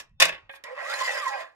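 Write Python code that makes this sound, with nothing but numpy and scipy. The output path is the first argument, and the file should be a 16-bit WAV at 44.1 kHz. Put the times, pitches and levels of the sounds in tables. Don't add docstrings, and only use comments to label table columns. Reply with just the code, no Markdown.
import sys
import numpy as np
from scipy import signal
from scipy.fft import rfft, irfft, next_fast_len
from scipy.io import wavfile
from scipy.ndimage import uniform_filter1d, map_coordinates

SR = 44100
rng = np.random.default_rng(int(sys.argv[2]) if len(sys.argv) > 2 else 0)


def transcribe(signal):
    frames = np.atleast_2d(signal).T
    limited = np.clip(frames, -1, 1)
    pcm = np.round(limited * 32767).astype(np.int16)
    wavfile.write(sys.argv[1], SR, pcm)


def volts_from_db(level):
    exponent = np.asarray(level, float) / 20
    return 10 ** exponent


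N = 68355


def unit(x):
    return x / np.sqrt(np.mean(x ** 2) + 1e-20)


def along(points, hz):
    f, v = np.transpose(points)
    return np.interp(np.log(hz + 1), np.log(f + 1), v)


def curves(rows):
    s, *cols = np.transpose(rows)
    return [np.interp(np.arange(N) / SR, s, c) for c in cols]


def noise():
    return rng.standard_normal((2, N))


def wobble(rate):
    return map_coordinates(rng.standard_normal(N // 8), [np.arange(N) * rate / SR])


def filtered(x, response):
    m = next_fast_len(N + SR // 2)
    return irfft(rfft(x, m) * response(np.fft.rfftfreq(m, 1 / SR)), m)[..., :N]


def coloured(x, spectrum):
    return filtered(x, lambda hz: unit(volts_from_db(along(spectrum, hz))))


def mode(f, centre, width, db):
    return volts_from_db(db) * 1j * f * width / (centre * centre - f * f + 1j * f * width)


def resonant(x, peaks):
    def response(f):
        h = sum((-1) ** k * mode(f, *peak) for k, peak in enumerate(peaks))
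        return unit(abs(h)) * np.exp(1j * np.angle(h))
    return filtered(x, response)


def travelling(x, peaks, place):
    centre, width, db, first, spacing = np.transpose(peaks)[:, :, None, None]
    sign = (-1) ** np.arange(len(peaks))[:, None, None]

    def response(f):
        h = sign * mode(f, centre, width, db)
        return h / np.sqrt(np.mean(abs(h.sum(0)) ** 2))
    swing_db = 5.5 * np.cos(2 * np.pi * (place - first) / spacing)
    return (filtered(x, response) * volts_from_db(swing_db)).sum(0)


def patchy(x):
    z = signal.stft(x, nperseg=256)[2]
    field = uniform_filter1d(rng.standard_normal(z.shape[1:]), 3, 0)
    field = uniform_filter1d(field, 10, 1)
    return signal.istft(z * volts_from_db(2.8 * unit(field)), nperseg=256)[1][:, :N]


# frequency in Hz, time to fall 60 dB in seconds.
RINGING_TIMES = [(300, 0.29), (1000, 0.3), (2500, 0.19), (5000, 0.14), (12000, 0.088)]


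def tail(x):
    hz, t, z = signal.stft(rng.standard_normal((2, SR // 2)), SR, nperseg=128)
    fall_db = -60 * t / along(RINGING_TIMES, hz)[:, None]
    z = z * (volts_from_db(fall_db) + volts_from_db(-30.5 + fall_db / 3))
    h = signal.istft(z, SR, nperseg=128)[1]
    return signal.fftconvolve(x[None], h / np.linalg.norm(h[0]), axes=1)[:, :N]


# frequency in Hz, likeness from 0 to 1.
LIKENESS = [(300, 0.85), (700, 0.83), (1400, 0.91), (3000, 0.5), (6000, 0.22)]
# frequency in Hz, phase lead in radians.
LEFT_LEAD = [(100, 0.1), (400, 1.91), (800, 2.74), (1500, 0.38), (3000, 1.19), (10000, 1.03)]


def ports(pair, lean):
    lag_s = 0.00018

    def blend(hz):
        turn = np.arccos(np.clip(along(LIKENESS, hz), 0, 1)) / 2
        return np.array([np.cos(turn), np.sin(turn)])

    def sides(hz):
        phase = along(LEFT_LEAD, hz) - 2 * np.pi * hz * lag_s
        left = volts_from_db(along(lean, hz) / 2) * np.exp(.5j * phase)
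        return np.array([left, 1 / left])
    shared, different = filtered(pair, blend)
    return filtered(np.array([shared + different, shared - different]), sides)


# time in seconds, rumble level in dB, floor level in dB.
WIND_LEVELS = [(0, -75, -51), (.06, -65.5, -66.5), (.13, -57, -95), (.19, -68, -94.5), (.45, -70.5, -83.5),
               (.6, -82.5, -65.5), (1.1, -87, -58), (1.55, -78, -73)]
# frequency in Hz, strength in dB per Hz.
WIND_COLOUR = [(20, -6), (60, 0), (120, -3), (250, -22.5)]
# frequency in Hz, strength in dB per Hz.
FLOOR_COLOUR = [(100, -22), (300, -1.5), (1500, 0.5), (3600, -19), (5000, -29), (12000, -37.5)]


def air():
    wind_db, floor_db = curves(WIND_LEVELS)
    shared, different = coloured(noise(), list(WIND_COLOUR) + [(400, -120)])
    rumble = shared + .25 * different * [[1], [-1]]
    rumble = rumble * volts_from_db(wind_db + 3 * wobble(20))
    return rumble + volts_from_db(floor_db) * coloured(noise(), FLOOR_COLOUR)


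def base():
    push_s, rise_s, hold_s, hum_hz = 0.0081, 0.015, 0.12, 164
    t = np.clip(np.arange(N) / SR - .2185, 0, None)
    push = volts_from_db(-31.5) * t / push_s * np.exp(-(t / push_s) ** 2)
    swell = (1 - np.exp(-t / rise_s)) * np.exp(-(t / hold_s) ** 4)
    return push + volts_from_db(-52.5) * swell * np.sin(2 * np.pi * hum_hz * t)


# frequency in Hz, left minus right in dB.
CONTACT_LEAN = [(60, 3), (130, 3.5), (290, 2), (640, -7), (1410, -8.5), (3100, 5), (6820, -6.5),
                (15000, -15)]


def rattle(contacts, modes, body, bright):
    s, db, bright_db, length = np.transpose(contacts)[:, :, None]
    attack_s, damping = .0007, .6
    u = (np.arange(N) / SR - s) / length
    shape = np.clip(u * length / attack_s, 0, 1) * np.exp(-np.clip(u, 0, 9) ** 2)
    force = noise() * volts_from_db(2 * wobble(900))
    low = force * (volts_from_db(db) * shape).sum(0)
    high = force * (volts_from_db(db + bright_db - 7.5) * shape).sum(0)
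    crack = coloured(low, body) + coloured(high, bright)
    ring = resonant(low, [(hz, 2.2 / (t60 * damping), mode_db) for hz, mode_db, t60 in modes])
    return ports(crack + volts_from_db(0.5) * ring + volts_from_db(-7.5) * tail(crack[0]), CONTACT_LEAN)


# start in seconds, level in dB, brightness in dB, rattle length in seconds.
STOP_CONTACTS = [
    (1.415, -47, -12, 0.022),
]
# frequency in Hz, level in dB, time to fall 60 dB in seconds.
FRAME_MODES = [(533, -9, .35), (646, -1, .3), (807, -5, .4), (1050, -6, .45), (1600, -5, 0.37),
               (1820, -9, .4), (1900, -6, .4), (2420, -13, .3), (2660, -10, .3), (3580, -1, .3)]
# frequency in Hz, strength in dB per Hz.
KNOCK_COLOUR = [(150, -31), (250, -20.5), (1100, -15), (1530, -13), (1840, -2.5), (3600, -20), (4300, -34),
                (8800, -120)]
# frequency in Hz, strength in dB per Hz.
CRACK_BRIGHT = [(1800, -32.5), (3000, -17), (3570, -2), (4300, -5.5), (5300, -1), (7000, -8),
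                (10400, -14.5), (16000, -26.5)]


def stop():
    return rattle(STOP_CONTACTS, FRAME_MODES, KNOCK_COLOUR, CRACK_BRIGHT)


# start in seconds, level in dB, brightness in dB, rattle length in seconds.
LANDING_CONTACTS = [
    (.6378, -43, 8, 0.0065),
]
# frequency in Hz, level in dB, time to fall 60 dB in seconds.
CARRIAGE_MODES = [(535, -19, 0.076), (836, 5, 0.12), (1015, 2, 0.23), (1700, 7, .12), (1890, 7, 0.23),
                  (2480, -6, .15), (2930, -1, .08), (4900, -2, .08), (5440, -16, 0.09)]


def landing():
    return rattle(LANDING_CONTACTS, CARRIAGE_MODES, KNOCK_COLOUR, CRACK_BRIGHT)


# start in seconds, level in dB, brightness in dB, rattle length in seconds.
LIFT_CONTACTS = [
    (.4935, -39.5, -21.5, 0.01),
    (.512, -81, 23, 0.012),
    (.5245, -71.5, 15, 0.032),
    (.5365, -44.5, -26, 0.0071),
    (.546, -58, 2.5, 0.011),
    (.5555, -51, 1.5, 0.015),
]
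# frequency in Hz, level in dB, time to fall 60 dB in seconds.
LEVER_MODES = [(550, 2.5, 0.38), (857, 3, 0.19), (1104, -6, 0.11), (1633, 5.5, 0.198), (1660, -3, 0.3),
               (2220, -20, 0.17), (2517, -2.5, 0.097), (2440, 5.5, 0.3), (3080, -15.5, 0.13),
               (3170, -8, 0.2), (3480, -5.5, 0.2)]
# frequency in Hz, strength in dB per Hz.
CLINK_BRIGHT = [(2500, -27), (3500, 5), (6000, -7.5), (12000, -9), (16000, -20.5)]


def lift():
    return rattle(LIFT_CONTACTS, LEVER_MODES, KNOCK_COLOUR, CLINK_BRIGHT)


# start in seconds, level in dB, brightness in dB, rattle length in seconds.
SNAP_CONTACTS = [(-.004, -42.5, 10.5, 0.014), (.094, -82.5, 12, 0.0032), (.2002, -21.5, 10.5, 0.015),
                 (.213, -21.5, -10.5, 0.0047), (0.2185, -14.5, -3, 0.0074), (0.2235, -11.5, 6, 0.0056),
                 (0.2335, -23.5, 0, 0.0036), (0.2535, -24, 8.5, 0.006), (0.283, -33.5, -1, 0.009),
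                 (0.291, -31.5, -6, 0.01), (.322, -41.5, -13.5, 0.026), (0.346, -47, -20, 0.013),
                 (0.379, -49.5, -29, 0.0086)]
# frequency in Hz, level in dB, time to fall 60 dB in seconds.
BED_MODES = [(527.6, -5, 0.062), (633, 2.5, 0.05), (1112, 2.5, 0.1), (1099.3, -4, 0.5), (1903, -2.5, 0.54),
             (1670, 9, 0.18), (1772, 4.5, 0.058), (2055, 7, 0.16), (2530, 4, 0.12), (2670, 1, 0.63),
             (3000, -13.5, 0.29), (2905, -9.5, 0.21), (3530, 2.5, 0.12), (5120, -7, 0.066)]
# frequency in Hz, strength in dB per Hz.
CRACK_DULL = [(150, -34), (250, -18.5), (550, -7.5), (1080, -11.5), (1300, -13), (2570, 0.5), (4000, -16),
              (5200, -36.5), (8800, -120)]


def snap():
    return rattle(SNAP_CONTACTS, BED_MODES, CRACK_DULL, CRACK_BRIGHT)


# time in seconds, pitch in Hz, level in dB.
ROLLER_SONG = [(.66, 460, -51.5), (.736, 520.8, -36), (0.757, 527.4, -49), (.79, 596.8, -41.5),
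               (.876, 1274, -39), (.915, 1410, -27), (.94, 1580, -39.5), (.99, 1790, -43),
               (1.014, 1938, -32), (1.042, 2080, -29.5), (1.084, 2025, -26), (1.138, 1680, -43),
               (1.174, 1560, -42), (1.2, 1320, -36), (1.262, 1030, -30.5), (1.302, 835, -42),
               (1.352, 805, -33.5), (1.43, 565, -41)]
# time in seconds, level in dB, grit brightness in dB.
RAIL_PRESSURE = [(.646, -50.5, -13), (.67, -53, -13.5), (.745, -56.5, -11.5), (.8, -45, -14.5),
                 (.88, -46, -3.5), (.9, -43, -1.5), (.96, -42.5, -3), (1.04, -41, 0.5), (1.16, -43, -1),
                 (1.24, -46, -2.5), (1.285, -48.5, 2.5), (1.33, -47, -6.5), (1.415, -47, -7),
                 (1.44, -55.5, -11), (1.55, -90.5, 2)]
# time in seconds, extra level in dB.
RAIL_JOLTS = [
    (.9, 3),
    (.942, 3.5),
    (1.05, 1),
    (1.14, 2.5),
    (1.285, 4),
    (1.415, 3.5),
]
# frequency in Hz, width in Hz, level in dB, then the first antinode
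RAIL_MODES = [(557, 73, -10.5, 0.19, 0.18), (667, 18, -4.5, 0.044, 0.96), (819, 26.4, -6, .6, 0.32),
              (1043, 26.3, 4, 0.41, 0.44), (1170, 44, -10, .1, 0.84), (1333, 7.4, -5, 0.067, 0.68),
              (1592.5, 22, 2, 0.25, 0.6), (1669, 25.6, -3, .9, .6), (1764, 28, 1.5, .3, 0.36),
              (1928.5, 32, 2, 0.039, 0.794), (2460, 18, 4, .3, 0.56), (2617, 17, -6.5, 0.28, 0.4),
              (2940, 22, -7.5, 0.41, 0.58)]
HEAD_MODES = [(3620, 43, 1, 0.62, 0.2), (4120, 64, 13, 0.35, 0.81), (4910, 61, 10.5, 0.27, .22),
              (5085, 90, 9, 0.248, 0.48), (5400, 37, -15, 0.11, 0.37), (6140, 53, 0, 0.2, 0.27),
              (7034, 55, 5.5, .3, 1), (8600, 56, -34, 0.37, .5), (10720, 120, -9, 0.73, 0.43),
              (14200, 200, -27, .5, 0.87)]
# frequency in Hz, strength in dB per Hz.
RUB_COLOUR = [(180, -54), (300, -31.5), (527, 1), (1050, -10), (1940, 1.5), (4000, -23), (5200, -25.5),
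              (8800, -120)]
# frequency in Hz, strength in dB per Hz.
GRIT_COLOUR = [(1760, -30), (3000, -6.5), (7150, -10.5), (14600, -32), (16000, -45)]
# frequency in Hz, left minus right in dB.
RAIL_LEAN = [(60, 0.5), (130, 0.5), (290, -0.5), (640, -7), (1410, -7), (3100, 4.5), (6820, -5),
             (15000, -17.5)]


def rolling_head():
    top_hz, land_s, jolt_s = 2250, .638, 0.0076
    t = np.arange(N) / SR
    hz, tone_db = curves([(.65, ROLLER_SONG[0][1], -100)] + list(ROLLER_SONG) + [(1.47, 485.4, -95)])
    slowness = 2 - hz / top_hz
    place = np.cumsum(hz * (tone_db > -80))
    place = place / place[-1]

    shaky_hz = hz + .005 * (hz + top_hz / 2) * wobble(250)
    phase = 2 * np.pi * np.cumsum(shaky_hz) / SR
    tone = np.sqrt(2) * volts_from_db(tone_db + 2.3 * slowness * wobble(90))
    first, second = tone * np.sin([phase, 2 * phase])
    song = first + volts_from_db(-3) * second * np.exp(-((2 * hz - 1950) / 420) ** 2)
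    through_rail = resonant(volts_from_db(9.5 - 22) * song, [row[:3] for row in RAIL_MODES])
    song = (0.53 * song + through_rail) * [[1], [.2]]

    level_db, bright_db = curves([(land_s, -54, -28.5)] + list(RAIL_PRESSURE))
    level_db = np.where(t < land_s, -140, level_db)
    for s, db in RAIL_JOLTS:
        bright_db = bright_db + db * np.exp(-((t - s) / jolt_s) ** 2)
    grains = unit(noise() * volts_from_db(1.5 * wobble(700)))
    force = patchy(grains * volts_from_db(level_db + wobble(45.23)))
    grit = patchy(grains * volts_from_db(level_db + bright_db + 1.1 * wobble(130)))
    hiss = coloured(grit, GRIT_COLOUR) + volts_from_db(-3) * travelling(grit, HEAD_MODES, place)

    deep = travelling(force * volts_from_db(0.5 * slowness), RAIL_MODES[:5], place)
    rail = deep + travelling(force, RAIL_MODES[5:], place)
    near = volts_from_db(7.5 - 5) * rail + volts_from_db(5) * coloured(force, RUB_COLOUR) + hiss
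    to_yard = near[0] - (1 - .35) * hiss[0] + 0.68 * song[0]
    wet = near + song + volts_from_db(-10.5) * tail(to_yard)
    return ports(filtered(wet, lambda f: 1 - 1 / (1 + (f / 360) ** 6)), RAIL_LEAN)


def scene():
    contacts = snap() + lift() + landing() + stop()
    return air() + base() + contacts + rolling_head()


def top_cut(x):
    return signal.sosfilt(signal.butter(12, 16000, fs=SR, output="sos"), x)


def record(dry):
    ceiling, top_hz = .9, 15500
    soft = dry / (1 + abs(dry / ceiling) ** 3) ** (1 / 3)
    mix = filtered(soft, lambda hz: 1 / (1 + (hz / top_hz) ** 60))
    return top_cut(mix)


dry = scene()
out = record(dry)
transcribe(out)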